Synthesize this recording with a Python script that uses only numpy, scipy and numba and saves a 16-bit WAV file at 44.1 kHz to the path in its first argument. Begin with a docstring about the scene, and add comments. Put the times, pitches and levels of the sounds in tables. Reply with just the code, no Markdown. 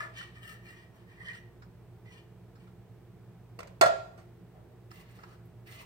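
"""A kitchen heard through a phone's two microphone ports, with a humming fridge and soft air noise throughout.
First a spoon scrapes out a tin can: dense random clicks make the metal wall and the air inside ring.
The empty can is touched down and then set hard on the counter: rough pushes thud, and fading sine tones ring.
Hands shuffle softly in dull noise, then a second, fuller can is scraped over the cooker pot.
Light ticks, made of short noise bursts, fall between; a short noise tail gives the room's ring."""
import sys
import numpy as np
from scipy import signal
from scipy.fft import rfft, irfft
from scipy.io import wavfile
from scipy.ndimage import uniform_filter1d
from numba import njit

SR = 44100
rng = np.random.default_rng(int(sys.argv[2]) if len(sys.argv) > 2 else 0)


def dump(signal):
    """Clip the signal to [-1, 1] and save it as 16-bit WAV at the path in sys.argv[1]."""
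    limited = np.clip(np.atleast_2d(signal).T, -1, 1)
    pcm = np.round(limited * 32767).astype(np.int16)
    wavfile.write(sys.argv[1], SR, pcm)


N = 257984  # length in samples

# Spoon strokes: start t/s, rise t/s, hold t/s, wall level/dB, air column level/dB, rasp level/dB,
# hiss level/dB, wall ring f/Hz, air column f/Hz
SPOON_STROKES = [(-0.03, 0.022, 0.048, -51.5, -46.5, -90, -94, 1716, 1240),
                 (0.139, 0.044, 0.054, -54.5, -62, -57.5, -76, 1886, 1190),
                 (0.335, 0.023, .02, -60.5, -69, -79.5, -82, 1830, 1200),
                 (0.408, 0.024, 0.021, -56.5, -64, -67.5, -67.5, 1794, 1280),
                 (0.46, 0.016, 0.049, -54, -63, -64.5, -64, 1805, 1300),
                 (0.605, 0.054, 0.071, -59, -68, -73.5, -73.5, 1867, 1280),
                 (0.748, 0.022, 0.056, -63, -72, -72, -94, 1884, 1070),
                 (0.915, 0.028, 0.084, -75, -76, -86, -92, 1810, 1060),
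                 (1.06, 0.036, 0.016, -63.5, -73, -77, -90, 1852, 1070),
                 (1.151, 0.047, 0.034, -55, -62, -72, -83, 1870, 1100),
                 (1.233, 0.023, 0.054, -49, -66.5, -69.5, -92, 1847, 1170),
                 (1.322, 0.011, 0.03, -56.5, -68, -65, -76, 1910, 1170),
                 (2.047, 0.011, 0.061, -68.5, -75, -79, -99, 1980, 1060),
                 (2.103, 0.019, 0.061, -74, -72, -73, -89, 1830, 1040),
                 (2.582, 0.021, 0.044, -77, -84, -83.5, -94, 1900, 1030),
                 (4.901, 0.0081, 0.1, -66.5, -67.5, -69, -68.5, 2020, 1140),
                 (5.034, 0.063, 0.074, -70, -78, -73.5, -76, 1900, 1100),
                 (5.184, 0.022, .13, -80.5, -65.5, -77, -83, 1700, 1300),
                 (5.655, 0.014, 0.04, -59, -68.5, -73, -68.5, 2020, 1300),
                 (5.7, 0.022, 0.037, -66, -62, -61.5, -64.5, 2030, 1300),
                 (5.763, 0.027, 0.028, -63, -56.5, -68, -66, 2180, 1050)]
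# Upper ringing tones of each scraped can: centre f/Hz, width f/Hz, level/dB
FIRST_CAN_MODES = [(2360, 110, -1.5), (2753, 92, -5), (2984, 83, -4.5), (3620, 140, -15), (4126, 200, -13),
                   (5600, 160, -15), (8050, 210, -17)]
SECOND_CAN_MODES = [(2786, 550, -23), (3800, 590, -9.5)]
# Empty can meeting the counter: start t/s, crack level/dB, hollow ring level/dB, thud level/dB,
# time for the push to fall by 60 dB t/s
COUNTER_KNOCKS = [(3.589, -55, -53, -17, 0.026), (3.603, -48.5, -64.5, -20, 0.023),
                  (3.63, -50, -61.5, -20, 0.01), (3.672, -51, -67.5, -30.5, 0.026),
                  (3.811, -11.5, -16.5, 2, 0.025), (3.822, -28.5, -16, -4, 0.023),
                  (3.834, -35, -22, -9.5, 0.034), (3.858, -37.5, -23, -16.5, 0.099),
                  (4.175, -68, -70.5, -40.5, 0.2)]
# Ringing tones of the empty can: f/Hz, level/dB, time to fall by 60 dB t/s
EMPTY_CAN_MODES = [(504, -13, .08), (543.6, -2.5, 0.098), (603, 1, 0.1), (659, -3, 0.16),
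                   (675.7, 2.5, 0.23), (701, -7.5, 0.22), (736.5, -11, .15), (760, -9.5, 0.15),
                   (939, -20.5, 0.21), (1060, -8, .05), (1109, 0.5, 0.044), (1255, -14, 0.1),
                   (1363, -22, 0.34), (1382.3, -4.5, 0.28), (1365, -11.5, 0.25), (1436, -8.5, 0.089),
                   (1658, -15, 0.23), (1868, -3.5, 0.057), (2220, -19, .06), (3458, -12, 0.042),
                   (4240, -10, 0.026), (5560, -17.5, .015)]
# Light ticks of spoon and fingers: start t/s, burst level/dB, centre f/Hz, knock level over burst level/dB,
# time to fall by 60 dB t/s
LIGHT_TICKS = [(.209, -34.5, 2930, 13, 0.025), (.955, -61.5, 11000, -23.5, .05),
               (1.35, -50, 4970, 17, 0.035), (1.619, -51, 4140, 11.5, 0.1), (2.553, -59, 4200, 9.5, 0.12),
               (2.671, -58, 2960, 11, 0.1), (4.913, -34.5, 4700, 12.5, 0.015),
               (5.111, -55, 8500, -21.5, 0.028), (5.187, -51, 3990, 20, 0.036),
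               (5.233, -43, 3850, 16, 0.043), (5.452, -62, 12750, -25.5, 0.073)]
# Soft shuffles of hands on the tin: start t/s, rise t/s, hold t/s, level/dB
HAND_SHUFFLES = [(4.528, 0.031, 0.038, -65), (4.69, 0.029, 0.013, -68)]
# Bands of the room tail: centre f/Hz, time to fall by 60 dB t/s, level/dB
ROOM_BANDS = [(324, 0.33, -2.5), (700, 0.57, 5), (1580, 0.35, 3.5), (2537, 0.49, 1.5), (5150, 0.48, -2),
              (11000, 0.17, 2)]
# Steady lines of the fridge: f/Hz, level/dB
FRIDGE_LINES = [(25.5, -90), (59.3, -66), (103, -65), (119.5, -57), (248, -82.5), (414, -72), (8468, -100)]
# Air resonances in the room: centre f/Hz, width f/Hz, level/dB
AIR_RESONANCES = [(92, 6.4, -67.5), (113, 9, -61), (126.1, 79, -64.5), (175.1, 31, -60.5), (351.5, 30, -66),
                  (451, 67, -69)]
# Shape of the background noise: f/Hz, relative level/dB per Hz
AIR_SHAPE = [(30, -10), (60, -0.5), (200, -7), (300, -6), (420, -12.5), (510, -13), (660, -9), (1150, -18),
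             (2300, -24), (4300, -31.5), (8500, -38), (10000, -39.5), (12500, -35.5), (15800, -34.5)]
# How alike the background is at left and right: f/Hz, likeness (1 = same; below 0 is used as 0)
PORT_LIKENESS = [(60, 0.9), (130, 0.33), (290, 0.41), (640, 0.66), (1410, 1), (3100, -0.02), (6820, -0.27),
                 (15000, 0.44)]

SECOND_CAN_S = 4.0  # strokes that start after this time scrape the second can
RISE_DB, RELEASE_DB_PER_S = 20, 325  # a stroke climbs this far over its rise, then falls at this rate
PRESSURE_DB, PITCH_WANDER = 1.3, 0.005  # unevenness of the hand (dB, share of the pitch)
MODE_WANDER_DB = 3.5  # how far the upper tones come and go
MODE_DRIFT = 0.015  # share of the pitch by which they slide as the hand turns the tin
FIRST_WALL_WIDTH_HZ = 75  # narrow, for the thin squeak of the first tin
RASP_HZ, RASP_WIDTH_HZ, RASP_DB = 2600, 2400, -5  # broad body of the rasp
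SIZZLE_HZ, SIZZLE_DB = 13000, -13  # top of the hiss
SCRAPE_WET_DB = -6  # how much scraping goes to the room
ROOM_ALIKE_HZ = 500  # well under this the tail is nearly the same at both ports
HUM_WAVER_DB = 1.5
AIR_DB = -61.5
SHADE_HZ, SHADE_WIDTH_HZ, SHADE = 10300, 2500, 0.65  # the phone's edge shades this band by this share
PORT_HZ, PORT_WIDTH_HZ, PORT_DB = 8500, 900, -1  # the microphone port rings here; level of the added band
TOP_HZ = 15850  # the phone cuts steeply above this


def scrape(strokes, can_modes, wall_width_hz, column_width_hz):
    """The spoon edge slips in uneven clicks; wall and air ring at pitches that move with spoon and food."""
    t = np.arange(N) / SR
    slips = rng.standard_normal(N) * undb(2.66 * rng.exponential(size=N))
    slips = slips * undb(0.7 * walk(60))
    start, rise, hold, *part_dbs, wall_hz, column_hz = np.transpose(strokes)
    middle = start + rise + hold / 2
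    wall_hz = np.interp(t, middle, wall_hz) * (1 + PITCH_WANDER * walk(24.1))
    column_hz = np.interp(t, middle, column_hz) * (1 + PITCH_WANDER * walk(24.1))

    wall = glide(slips, wall_hz, 1.0 * wall_width_hz)
    wall = level(glide(wall, wall_hz, 8.7 * wall_width_hz), 0)
    column = level(glide(slips, column_hz, 1.0 * column_width_hz), 0)
    column = column + level(band_twice(slips, 650, 120), -9)  # lowest resonance of the air in the can

    rasp = level(band_twice(slips, RASP_HZ, RASP_WIDTH_HZ), RASP_DB)
    # the upper tones come and go as the contact point wanders
    for hz, width, db in can_modes:
        mode = glide(slips, hz * (1 + MODE_DRIFT * walk(6.26)), 1.0 * width)
        rasp = rasp + level(mode, db) * undb(MODE_WANDER_DB * walk(27.08))
    hiss = level(band(slips, 6300, 12000), 0) + level(band(slips, SIZZLE_HZ, 5000), SIZZLE_DB)

    # add up all strokes into one moving gain for each part
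    gains = undb(part_dbs) @ np.array([envelope(*row[:3]) for row in strokes])
    parts = (wall, column, rasp, hiss)
    return sum(part * gain * undb(PRESSURE_DB * walk(40)) for part, gain in zip(parts, gains))


def knocks():
    """Each contact is a rough push that cracks and thuds in the counter and makes the empty can ring."""
    t = np.arange(SR // 2) / SR
    blow, ring = np.zeros((2, N + len(t)))
    modes = np.zeros(len(t))
    for hz, db, t60 in EMPTY_CAN_MODES:
        swell = 1 - np.exp(-hz * t / 4)  # takes some cycles, so low tones come late
        modes += undb(db) * np.sin(2 * np.pi * hz * t) * decay(t, t60) * swell
    for s, crack_db, hollow_db, thud_db, contact in COUNTER_KNOCKS:
        push = rng.standard_normal(len(t)) * (1 - np.exp(-t / 0.00096)) * decay(t, contact)
        crack = band(band(push, 2400, 7700), 1700, 7000)
        thud = band_twice(push, 480, 490)
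        thud = thud + undb(-9) * band(push, 1100, 660) + undb(-6) * band(push, 150, 170)
        i = int(s * SR)
        blow[i:i + len(t)] += undb(crack_db) * crack + undb(thud_db) * thud
        ring[i:i + len(t)] += undb(hollow_db) * modes
    return blow[:N], ring[:N]


def ticks():
    """Short contacts: a noise burst around its own centre and a knock in the tin around 1280 Hz."""
    t = np.arange(SR // 8) / SR
    out = np.zeros(N + len(t))
    for s, db, hz, knock_db, t60 in LIGHT_TICKS:
        burst = rng.standard_normal(len(t)) * decay(t, t60) * (1 - np.exp(-t / 0.0021))
        knock = band_twice(burst, 1280, 930)
        bright = band_twice(burst, hz, 0.49 * hz)
        i = int(s * SR)
        out[i:i + len(t)] += undb(db) * (bright + undb(knock_db) * knock)
    return out[:N]


def hands():
    """Skin rubbing the tin as the second can is picked up: dull, uneven noise in soft shuffles."""
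    rub = band(band(rng.standard_normal(N), 680, 560), 640, 500)
    rub = level(rub * undb(3 * walk(30)), 0)
    return rub * sum(undb(db) * envelope(s, rise, hold) for s, rise, hold, db in HAND_SHUFFLES)


def room(x):
    """Diffuse tail: noise builds quickly and each band dies at its own pace; the bass is alike at both ports."""
    t = np.arange(SR * 2 // 3) / SR
    mid, side = np.zeros((2, len(t)))
    for hz, t60, db in ROOM_BANDS:
        noise = band_twice(rng.standard_normal((2, len(t))), hz, hz) * decay(t, t60) * undb(db)
        mid, side = mid + noise[0], side + noise[1]
    side = highpass(side, ROOM_ALIKE_HZ)
    tail = np.array([mid + side, mid - side]) * (1 - np.exp(-t / 0.00079))
    return signal.fftconvolve(x[None], tail / np.sqrt(np.sum(tail ** 2) / 2))[:, :N]


def fridge():
    """Motor lines waver a little, and air noise swells in the low resonances of the room."""
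    t = np.arange(N) / SR
    hum = np.zeros(N)
    for hz, db in FRIDGE_LINES:
        line = np.sin(2 * np.pi * (hz * t + rng.random() + 0.07 * walk(1.6)))
        hum += level(line, db) * undb(HUM_WAVER_DB * walk(4.006))
    for hz, width, db in AIR_RESONANCES:
        hum += level(band_twice(rng.standard_normal(N), hz, width), db)
    return place(hum, -1.8, 0.0002, -60)


def air():
    """Broad background noise, shaped by pitch; each pitch range is more or less alike at the two ports."""
    log_hz = np.log(np.maximum(np.arange(N // 2 + 1) * SR / N, 1))
    shape_hz, shape_db = np.transpose(AIR_SHAPE)
    like_hz, likeness = np.transpose(PORT_LIKENESS)
    shape = undb(np.interp(log_hz, np.log(shape_hz), shape_db))
    like = np.clip(np.interp(log_hz, np.log(like_hz), likeness), 0, 1)
    mid, side = rfft(rng.standard_normal((2, N))) * shape * np.sqrt([1 + like, 1 - like])
    both = irfft(np.array([mid + side, mid - side]), N)
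    return level(both, AIR_DB) * undb([[-0.8], [0.8]])


def place(x, pan_db, lag_s, scatter_db):
    """Two ports: a level difference, a lag at the left one, unlike reflections off counter, pot and wall."""
    t = np.arange(SR // 30) / SR
    early = highpass(rng.standard_normal((2, len(t))) * decay(t, 0.032), 700)
    early = early / np.sqrt(np.sum(early ** 2, axis=1, keepdims=True))
    reflected = signal.fftconvolve(x[None], early)[:, :N]
    direct = np.array([np.roll(x, round(lag_s * SR)), x])
    return (direct + undb(scatter_db) * reflected) * undb([[pan_db / 2], [-pan_db / 2]])


def envelope(start, rise, hold):
    """Gain of one stroke: climb, hold, steady fall in dB."""
    t = np.arange(N) / SR - start
    climb_db = RISE_DB * (t / max(rise, 0.003) - 1)
    fall_db = -RELEASE_DB_PER_S * (t - rise - hold)
    return undb(np.minimum(climb_db, np.minimum(0, fall_db)))


def walk(rate):
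    """Random wander: levels held for 1 / rate seconds, smoothed twice; spread near 1."""
    k = int(SR / rate)
    steps = np.repeat(rng.standard_normal(N // k + 1), k)
    return 1.73 * uniform_filter1d(uniform_filter1d(steps, k), k)[:N]


@njit
def glide(x, hz, width):
    """Resonant band-pass (state-variable filter) whose centre moves every sample."""
    y, b, l = np.empty(len(x)), 0., 0.  # b and l: the filter's band and low memories
    for i in range(len(x)):
        g, k = np.tan(np.pi * hz[i] / SR), width / hz[i]
        v = (b + g * (x[i] - l)) / (1 + g * (g + k))
        b, l, y[i] = 2 * v - b, l + 2 * g * v, k * v
    return y


def band(x, hz, width):
    """Resonant band-pass, gain 1 at the centre."""
    return signal.lfilter(*signal.iirpeak(min(hz, 0.45 * SR), hz / width, fs=SR), x)


def band_twice(x, hz, width):
    """The same band-pass used twice, for steeper sides."""
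    return band(band(x, hz, width), hz, width)


def highpass(x, hz):
    """Gentle filter that weakens what lies below hz."""
    return signal.lfilter(*signal.butter(1, hz, "high", fs=SR), x)


def decay(t, t60):
    """Fading gain that falls by 60 dB in t60 seconds."""
    return 1000. ** (-t / t60)


def undb(db):
    """Gain of a level in dB."""
    return 10 ** (np.asarray(db) / 20)


def level(x, db):
    """Scale to an rms (root-mean-square) level in dB."""
    return x * undb(db) / np.sqrt(np.mean(x ** 2))


def scene():
    """Near sources at their places, their common room tail, and the background."""
    first_strokes = [row for row in SPOON_STROKES if row[0] < SECOND_CAN_S]
    second_strokes = [row for row in SPOON_STROKES if row[0] > SECOND_CAN_S]
    first = scrape(first_strokes, FIRST_CAN_MODES, FIRST_WALL_WIDTH_HZ, 130)
    second = scrape(second_strokes, SECOND_CAN_MODES, 590, 200) + hands()
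    blow, ring = knocks()
    tick = ticks()
    # left-over-right level in dB, lag in s, reflections in dB
    near = place(first, 0.35, 0.0002, 0.85) + place(second, -0.56, 0.0002, 1.6)
    near = near + place(tick, -1, 0.00024, 1)
    near = near + place(blow, -3.1, 0.00022, 3.1) + place(ring, -2.3, 0.0002, -2)
    to_room = undb(SCRAPE_WET_DB) * (first + second) + undb(-10) * tick
    to_room = to_room + undb(-5.5) * blow + undb(-10.5) * ring
    heard = near + room(to_room)
    shaded = heard - SHADE * band(heard, SHADE_HZ, SHADE_WIDTH_HZ)
    return shaded + fridge() + air()


def record(dry):
    """The port lifts a treble band; the phone drops deep bass and cuts the top steeply."""
    lifted = dry + undb(PORT_DB) * band(dry, PORT_HZ, PORT_WIDTH_HZ)
    thin = highpass(lifted, 20)
    return signal.sosfilt(signal.ellip(10, 0.2, 80, TOP_HZ, fs=SR, output="sos"), thin)


dry = scene()
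out = record(dry)
dump(out)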